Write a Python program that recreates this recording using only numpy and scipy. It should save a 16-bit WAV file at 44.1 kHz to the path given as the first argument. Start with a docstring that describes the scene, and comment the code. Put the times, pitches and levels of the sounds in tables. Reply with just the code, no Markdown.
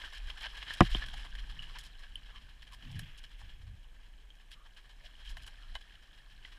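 """Hooves crunch and clack on a wet gravel track as horses shuffle in open parkland, heard from a small
camera worn by a rider. The gravel is thousands of tiny contacts, each ringing a pebble; hooves clop
and squelch, and tack chinks. One hard knock rings the camera's case, whose resonances colour the
stones too. Close by, the mount ticks and a sleeve rubs, while light wind rumbles on the case."""
import sys
import numpy as np
from scipy import signal
from scipy.fft import rfft, irfft, next_fast_len
from scipy.io import wavfile
from scipy.ndimage import uniform_filter1d

SR = 44100
rng = np.random.default_rng(int(sys.argv[2]) if len(sys.argv) > 2 else 0)


def generate_wav(signal):
    """Clip the signal to [-1, 1] and save it as 16-bit WAV at the path in sys.argv[1]."""
    frames = np.transpose(np.atleast_2d(signal))
    scaled = np.clip(frames, -1, 1) * 32767
    pcm = np.round(scaled).astype(np.int16)
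    wavfile.write(sys.argv[1], SR, pcm)


N = 290220
TIME = np.arange(N) / SR

# Cue levels are faders: a layer may add its own trim.
# A hoof presses or drags through gravel. Each row: start and length in seconds, grit level in dB,
# then body and wet spray in dB against the grit.
CRUNCHES = [(0.029, 0.049, -54, -9, -39), (0.12, 0.063, -49.5, -34, -17.5),
            (0.289, 0.017, -45.5, -8.5, -20), (0.401, 0.025, -49.5, -7.5, -12.5),
            (0.425, 0.043, -43, -7.5, -27), (0.606, 0.023, -48, -27, -27), (0.66, 0.071, -45.5, -16, -27),
            (0.732, 0.009, -45, -29, -4.5), (0.807, 0.067, -44.5, -28, -20),
            (0.895, 0.081, -45.5, -37, -15.5), (1.001, 0.041, -45.5, -13, -31),
            (1.164, 0.017, -48, -15, -18), (1.236, 0.028, -58, 0.5, -12), (1.379, 0.022, -49, -19, -20.5),
            (1.744, 0.028, -47.5, -12, -31), (1.796, 0.016, -72.5, -18, 10), (1.828, 0.043, -59, -12, -5),
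            (2.283, 0.029, -59, -5, -26), (2.343, 0.042, -57.5, -11, -21),
            (2.618, 0.0092, -48.5, -26, -17.5), (2.712, 0.035, -57.5, -11, -7),
            (3.171, 0.021, -61.5, -25, -2.5), (3.229, 0.016, -51, -19, -12.5),
            (3.382, 0.032, -64, -15.5, -7), (4.505, 0.033, -53.5, -25, -15.5), (4.645, 0.026, -65, -2, -17),
            (4.836, 0.027, -66, -3, -17), (5.034, 0.037, -56.5, -31.5, -17), (5.243, 0.052, -54, -38, -19),
            (5.288, 0.028, -58, -25, -7), (5.414, 0.022, -68, -18, 4), (5.47, 0.011, -55, -2, -5.5),
            (5.802, 0.015, -59, -24, -13), (5.893, 0.064, -61.5, -16.5, -32),
            (6.291, 0.035, -62, -19.5, -17.5)]
# Hard hits of shoes, stones and tack. Each row: start in seconds, mid level in dB, then body and top
# in dB against the mid.
CLACKS = [(0.627, -39, -12.5, -28), (1.061, -47.5, -18, -15), (1.085, -45, -32, -22),
          (1.139, -49.5, -5, -16), (1.3515, -45.5, -11.5, -21), (1.786, -48.5, -20, -4.5),
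          (1.992, -59, -12, -9.5), (2.914, -66.5, -25, 3), (2.992, -46.5, -7, -8.5),
          (3.414, -66.5, 11, -16.5), (4.352, -66.5, -13, -9), (4.515, -53, -16, -10),
          (4.911, -63, -15, -24), (5.368, -49, -4, -13), (5.464, -58.5, -6, 0), (5.752, -42, -9, -19.5),
          (6.448, -50.5, -15.5, -38)]
# How hard all the horses stir the gravel. Each row: time in seconds, grit level in dB.
GRAVEL_STIR = [(0.0, -47), (0.13, -55.5), (0.38, -54.5), (0.88, -49.5), (1.15, -53.5), (1.36, -57.5),
               (1.76, -55), (1.91, -60.5), (2.71, -64.5), (2.91, -58), (3.08, -64), (3.7, -68), (4.56, -68),
               (5.42, -58.5), (6.21, -65), (6.58, -61)]
# Large stones (body), small ones (grit), wet sand (spray). Each row: low and high edge in Hz.
STONE_GRADES = [(500, 1400), (1400, 6000), (6000, 15000)]
# The gravel's tone through the case. Each row: frequency in Hz, spectral level in dB.
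GRAVEL_EQ = [(300, -12.5), (530, -21), (800, -13.5), (1060, -11), (1420, -12), (1620, 0.5), (1770, 0.5),
             (1950, -7), (2680, -6.5), (2950, 0.5), (3250, 2), (3620, -11), (3850, -5.5), (4250, -9.5),
             (4720, -16), (5200, -11.5), (6100, -24), (7000, -23.5), (7800, -25), (9000, -29), (10200, -26),
             (12000, -35), (15000, -38.5)]
# Square hoof landings. Each row: start in seconds, level in dB.
CLOPS = [(0.1262, -47), (0.3015, -48), (1.2515, -49), (2.6212, -59), (3.2432, -60), (5.3705, -46.5),
         (5.7532, -37.5), (5.7632, -43)]
# A hoof's hollow ring. Each row: pitch in Hz, level in dB, seconds to fade by 60 dB.
HOOF_MODES = [(650, -7, 0.025), (890, -2.5, 0.014), (1060, -4, 0.033), (2060, -7, 0.057), (3004, -1, 0.041),
              (3900, 0, 0.013)]
# Pebbles and tack links. Each row: start in seconds, level in dB, pitch in Hz, seconds to fade by 60 dB.
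CHINKS = [(0.039, -38, 1600, 0.041), (0.683, -38, 3110, 0.015), (0.707, -31.5, 1780, 0.03),
          (1.0228, -33.5, 1720, 0.061), (1.04, -37.5, 1715, 0.042), (2.156, -45, 9960, 0.0094),
          (2.36, -43.5, 3110, 0.038), (2.993, -39, 11000, 0.0073), (4.304, -47.5, 3206, 0.035),
          (5.277, -43, 3130, 0.05), (6.4518, -39.5, 2020, 0.021)]
# Wet ground under a hoof. Each row: centre and width in seconds, level in dB, pitch in Hz.
SQUELCHES = [(1.143, 0.0073, -53.5, 785), (1.762, 0.0062, -49, 970), (2.362, 0.022, -62.5, 1120),
             (2.732, 0.011, -58.5, 1060), (4.6, 0.039, -67.5, 1210), (5.05, 0.018, -68, 650),
             (5.63, 0.027, -67, 1284)]
# Blows on the case. Each row: start in seconds, strength in dB.
KNOCKS = [(0.8067, 4), (0.9495, -28)]
# The ring of case and mount. Each row: pitch in Hz, level in dB, seconds to fade by 60 dB.
CASE_MODES = [(36, -26, 0.34), (68, -25, 0.031), (107.9, -24.5, 0.11), (143, -22.5, 0.1), (184.3, -7, 0.05),
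              (259, -4.5, 0.033), (332, -15.5, 0.048), (568, -26.5, 0.05), (741, -19, 0.042),
              (821, -18, 0.03), (1038, -7.5, 0.019), (1220, -7.5, 0.014), (1660, -12.5, 0.023),
              (1960, -18, 0.035), (2290, -18, 0.018), (3000, -21, 0.01), (3580, -23.5, 0.01),
              (5440, -19.5, .005)]
# The camera's mount shifts. Each row: start in seconds, level in dB, pitch in Hz.
MOUNT_TICKS = [(0.9471, -19, 3150), (0.955, -31, 3590), (1.5917, -32, 2910), (1.622, -42, 2940),
               (1.64, -38, 2930), (2.156, -29.5, 3060)]
# A sleeve rubs as the rider turns. Each row: time in seconds, friction level in dB.
SLEEVE_RUB = [(2.76, -76), (2.86, -59.5), (2.93, -67), (3.03, -57.5), (3.3, -69.5), (3.52, -63),
              (3.66, -88)]
# The cloth's tone. Each row: frequency in Hz, spectral level in dB.
CLOTH_EQ = [(500, -23.5), (1400, -12.5), (1750, -1), (2000, -7), (2600, -4), (3300, 0), (3750, -16.5),
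            (8000, -32)]
# Steady airflow over the case. Each row: time in seconds, rumble level in dB.
WIND_FLOW = [(0.0, -54.5), (0.75, -55), (0.9, -44.5), (2.55, -59), (3.02, -54.5), (3.61, -54.5),
             (4.65, -62), (5.41, -53), (6.05, -62), (6.58, -56.5)]
# Short buffets. Each row: centre and width in seconds, level in dB, eddy pitch in Hz.
GUSTS = [(0.26, 0.032, -35.5, 31.7), (0.95, 0.044, -31, 32.7), (1.37, 0.021, -38, 31),
         (1.6, 0.092, -59.5, 112), (2.86, 0.025, -58, 195), (2.97, 0.059, -42.5, 107.7),
         (2.98, 0.033, -60.5, 226.3), (3.45, 0.023, -56.5, 88.8), (3.69, 0.059, -48, 70),
         (3.72, 0.047, -66, 158), (5.31, 0.042, -40.5, 31), (5.73, 0.036, -43, 30.8)]
# The tones of rumble and open air through the case. Each row: frequency in Hz, spectral level in dB.
RUMBLE_EQ = [(10, -21.5), (20, 1.5), (30, 1), (48, -4), (70, -21.5), (120, -26.5), (300, -39), (1000, -84)]
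AIR_EQ = [(100, 0.5), (200, -6.5), (400, -8), (800, -8.5), (1400, -17.5), (1700, -8.5), (1950, -12),
          (2600, -8), (3150, -27.5), (3650, -36), (6500, -19), (9200, -25), (10200, -24), (15000, -29.5)]


def crunches(level_db=1.0, rise_s=0.012, settle_s=0.0064):
    """Stones slip while the hoof loads them, then settle."""
    force = np.zeros((3, N))
    age = np.arange(SR // 5) / SR
    for start, length, grit_db, body_db, spray_db in CRUNCHES:
        at = round(start * SR)
        press = np.clip(age / rise_s, 0, 1) * np.exp(-np.maximum(age - length, 0) / settle_s)
        gains = from_db(level_db + grit_db + np.array([[body_db], [0], [spray_db]]))
        force[:, at:at + len(age)] += (gains * press)[:, :N - at]
    return stones(force, per_s=3000, spread_db=-0.5, sharpness=4.6)


def clacks(level_db=3.0, body_s=0.0034, mid_s=0.0042, top_s=0.0099, scatter_db=-19, scatter_s=0.0074):
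    """A hard contact cracks and dies fast, the top lasting longest; a little grit scatters after it."""
    force = np.zeros((3, N))
    age = np.arange(SR // 10) / SR
    crack = np.exp(-age / np.array([[body_s], [mid_s], [top_s]]))
    scatter = from_db(scatter_db) * np.exp(-age / scatter_s)
    for start, mid_db, body_db, top_db in CLACKS:
        at = round(start * SR)
        gains = from_db(level_db + mid_db + np.array([[body_db], [0], [top_db]]))
        force[:, at:at + len(age)] += (gains * (crack + scatter))[:, :N - at]
    return stones(force, per_s=SR, spread_db=-2.5, sharpness=12.6)


def shuffling(level_db=-4.0, body_db=-8.5, spray_db=-15.0, flutter_db=-0.04):
    """Many hooves grind a steady bed of gravel that swells with each distant step."""
    grit_db = fader(GRAVEL_STIR) + level_db + flutter_db * drift(60)
    force = far_steps() * from_db([grit_db + body_db, grit_db, grit_db + spray_db])
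    return stones(force, per_s=11000, spread_db=2.0, sharpness=1.4)


def far_steps(per_s=9, strength=1.1, spread_db=4.0, rise_s=0.0073):
    """A gain on the grinding: other horses step at random, each step pressing briefly and fading."""
    landings = rng.random(N) < per_s / SR
    weights = from_db(spread_db * np.clip(rng.standard_normal(N), -2, 1))
    rise = np.arange(SR // 5) / SR / rise_s
    return 1 + strength * signal.fftconvolve(landings * weights, rise * np.exp(1 - rise))[:N]


def loose_pebbles(body_db=-15, grit_db=-6, spray_db=-28):
    """Single pebbles flip and ring out of the grinding."""
    stir_db = fader(GRAVEL_STIR)
    force = from_db([stir_db + body_db, stir_db + grit_db, stir_db + spray_db])
    return stones(force, per_s=160, spread_db=1.0, sharpness=14)


def stones(force, per_s, spread_db, sharpness):
    """Random contacts each ring one pebble (sharpness is its Q); force holds one envelope per grade."""
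    pitches = np.geomspace(500, 15000, num=22)
    at = np.flatnonzero(rng.random(N) < per_s / SR)
    sizes = from_db(spread_db * np.minimum(rng.exponential(1, N), 4))
    kicks = rms_one((sizes * rng.choice([-1, 1], N))[at])
    pebble = rng.integers(0, len(pitches), N)[at]
    # allow for the EQ's gain in each grade, so that force sets the balance
    eq_hz, eq_db = np.transpose(GRAVEL_EQ)
    power = from_db(np.interp(np.log(np.arange(1, SR // 2)), np.log(eq_hz), eq_db)) ** 2
    eq_gain = np.array([np.sqrt(2 * power[low:high].sum() / SR) for low, high in STONE_GRADES])
    rattle = np.zeros(N)
    for k, hz in enumerate(pitches):
        # neighbouring grades crossfade
        share = np.array([1 / (1 + (low / hz) ** 8 + (hz / high) ** 8) for low, high in STONE_GRADES])
        struck = pebble == k
        clicks = np.full(N, 1e-18)
        clicks[at[struck]] = kicks[struck] * ((share / share.sum() / eq_gain) @ force[:, at[struck]])
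        rattle += signal.lfilter(*signal.iirpeak(hz, sharpness, fs=SR), clicks)
    return colour(rattle * np.sqrt(2 * sharpness * N / len(at)), GRAVEL_EQ)


def clops():
    """A shod hoof lands squarely and rings its hollow modes, in alternating polarity."""
    landings = impulses(CLOPS)
    return sum((-1) ** k * from_db(db) * ring(landings, hz, t60)
               for k, (hz, db, t60) in enumerate(HOOF_MODES))


def chinks():
    """Pebbles and links of tack each ring briefly on one pitch."""
    return sum(ring(impulses([(start, db)]), hz, t60) for start, db, hz, t60 in CHINKS)


def squelches():
    """Water and air squeeze out of the small hollow under a hoof."""
    return swells(SQUELCHES, ratio=1.13)


def knocks(bounce_s=0.00922, bounce_db=-13, crack_s=0.0019, crack_db=-32, lag_s=0.003, mount_hz=450):
    """A blow cracks, bounces once and rings the case; the heavy mount's low modes follow just after."""
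    first = from_db(-0.3) * impulses(KNOCKS)
    bounce = low_pass(np.roll(first, round(bounce_s * SR)), hz=1700, order=2)
    blows = first + from_db(bounce_db) * bounce
    late = np.roll(blows, round(lag_s * SR))
    body = sum(from_db(db) * ring(late if hz < mount_hz else -blows, hz, t60)
               for hz, db, t60 in CASE_MODES)
    contact = signal.lfilter([1], [1, -np.exp(-1 / (crack_s * SR))], first + 1e-18)
    crack = from_db(crack_db) * contact * rng.standard_normal(N)
    return low_pass(body + crack, hz=5000, order=3)  # a blunt contact rounds the attack


def mount_ticks(level_db=-3.0, swell_s=0.0015, tail_db=-17, tail_s=0.02):
    """Each slip swells for a few cycles in the case's narrow resonance and leaves a faint ring."""
    ticks = np.zeros(N)
    for start, db, hz in MOUNT_TICKS:
        age = np.maximum(TIME - start, 0)
        swell = (age / swell_s * np.exp(1 - age / swell_s)) ** 2
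        tail = from_db(tail_db) * np.exp(-age / tail_s)
        ticks += from_db(db + level_db) * (swell + tail) * np.sin(2 * np.pi * hz * age)
    return ticks


def sleeve(rasp_db=2.0, catches_per_s=200):
    """Cloth catches and slips as it slides, so its friction noise rasps."""
    friction = from_db(fader(SLEEVE_RUB) + rasp_db * drift(catches_per_s))
    return friction * rms_one(colour(rng.standard_normal(N), CLOTH_EQ))


def wind(rumble_db=5.0, waver_db=1.2, wavers_per_s=7, hiss_db=-71):
    """Slow eddies rumble, gusts buffet the case, and the open air hisses faintly."""
    flow = from_db(fader(WIND_FLOW) + rumble_db + waver_db * drift(wavers_per_s))
    rumble = flow * evened(colour(rng.standard_normal(N), RUMBLE_EQ))
    hiss = from_db(hiss_db) * rms_one(colour(rng.standard_normal(N), AIR_EQ))
    return rumble + swells(GUSTS, ratio=1.4) + hiss


def camera_whine(hz=8560, period_s=1 / 24.1, pulse_s=0.004, level_db=-78.5):
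    """The camera's electronics give a faint high pip many times a second."""
    pips = np.exp(-((TIME % period_s - period_s / 2) / pulse_s) ** 2)
    return from_db(level_db) * pips * np.sin(2 * np.pi * hz * TIME)


def swells(rows, ratio):
    """Bell-shaped swells of noise, each in a band reaching ratio above and below its pitch."""
    total = np.zeros(N)
    for centre, width, db, hz in rows:
        envelope = np.exp(-np.minimum(((TIME - centre) / width) ** 2 / 2, 20))
        band = signal.butter(3, [hz / ratio, hz * ratio], "band", fs=SR, output="sos")
        total += from_db(db) * envelope * evened(signal.sosfilt(band, rng.standard_normal(N)))
    return total


def impulses(rows):
    """One click for each start in seconds and level in dB."""
    clicks = np.zeros(N)
    for start, db in rows:
        clicks[round(start * SR)] += from_db(db)
    return clicks


def ring(clicks, hz, t60):
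    """Each click starts a sine that fades by 60 dB in t60 seconds."""
    decay, step = from_db(-60 / (t60 * SR)), 2 * np.pi * hz / SR
    return signal.lfilter([0, np.sin(step)], [1, -2 * decay * np.cos(step), decay ** 2], clicks + 1e-18)


def colour(x, eq):
    """Minimum-phase EQ: nothing rings ahead of a hit."""
    size = next_fast_len(N + SR // 2, real=True)
    hz, db = np.transpose(eq)
    bin_hz = np.arange(size // 2 + 1) * SR / size
    log_gain = np.log(from_db(np.interp(np.log(bin_hz + 1), np.log(hz), db)))
    cepstrum = irfft(log_gain, size)
    cepstrum[1:] *= 2 * (np.arange(1, size) < size // 2)
    return irfft(rfft(x, size) * np.exp(rfft(cepstrum)), size)[:N]


def low_pass(x, hz, order):
    """Roll off the top."""
    return signal.sosfilt(signal.butter(order, hz, fs=SR, output="sos"), x + 1e-18)


def evened(x):
    """Ride noise to a steady strength, so that its envelope sets the level."""
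    x = rms_one(x)
    return x / np.sqrt(uniform_filter1d(x ** 2, size=SR // 10) + 0.05)


def fader(rows):
    """A level curve in dB, drawn out to every sample."""
    return np.interp(TIME, *np.transpose(rows))


def drift(per_s):
    """A random wobble of unit power, with per_s new targets a second."""
    return rms_one(np.interp(TIME * per_s, np.arange(4096), rng.standard_normal(4096)))


def rms_one(x):
    """Scale to unit power."""
    return x / np.sqrt(np.mean(x ** 2) + 1e-20)


def from_db(db):
    """Decibels to gain."""
    return 10 ** (np.asarray(db) / 20)


def scene():
    """Open ground gives no echo: horses, rider and wind mix dry, in mono."""
    horses = shuffling() + loose_pebbles() + crunches() + squelches() + clacks() + clops() + chinks()
    rider = mount_ticks() + knocks() + sleeve() + camera_whine()
    return (horses + rider + wind())[None]


def record(dry):
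    """The microphone overloads softly on the knock; the top is cut steeply."""
    ceiling, cutoff_hz = 0.39, 15400
    saturated = ceiling * np.tanh(dry / ceiling)
    return signal.sosfilt(signal.ellip(10, 0.2, 80, cutoff_hz, fs=SR, output="sos"), saturated)


dry = scene()
out = record(dry)
generate_wav(out)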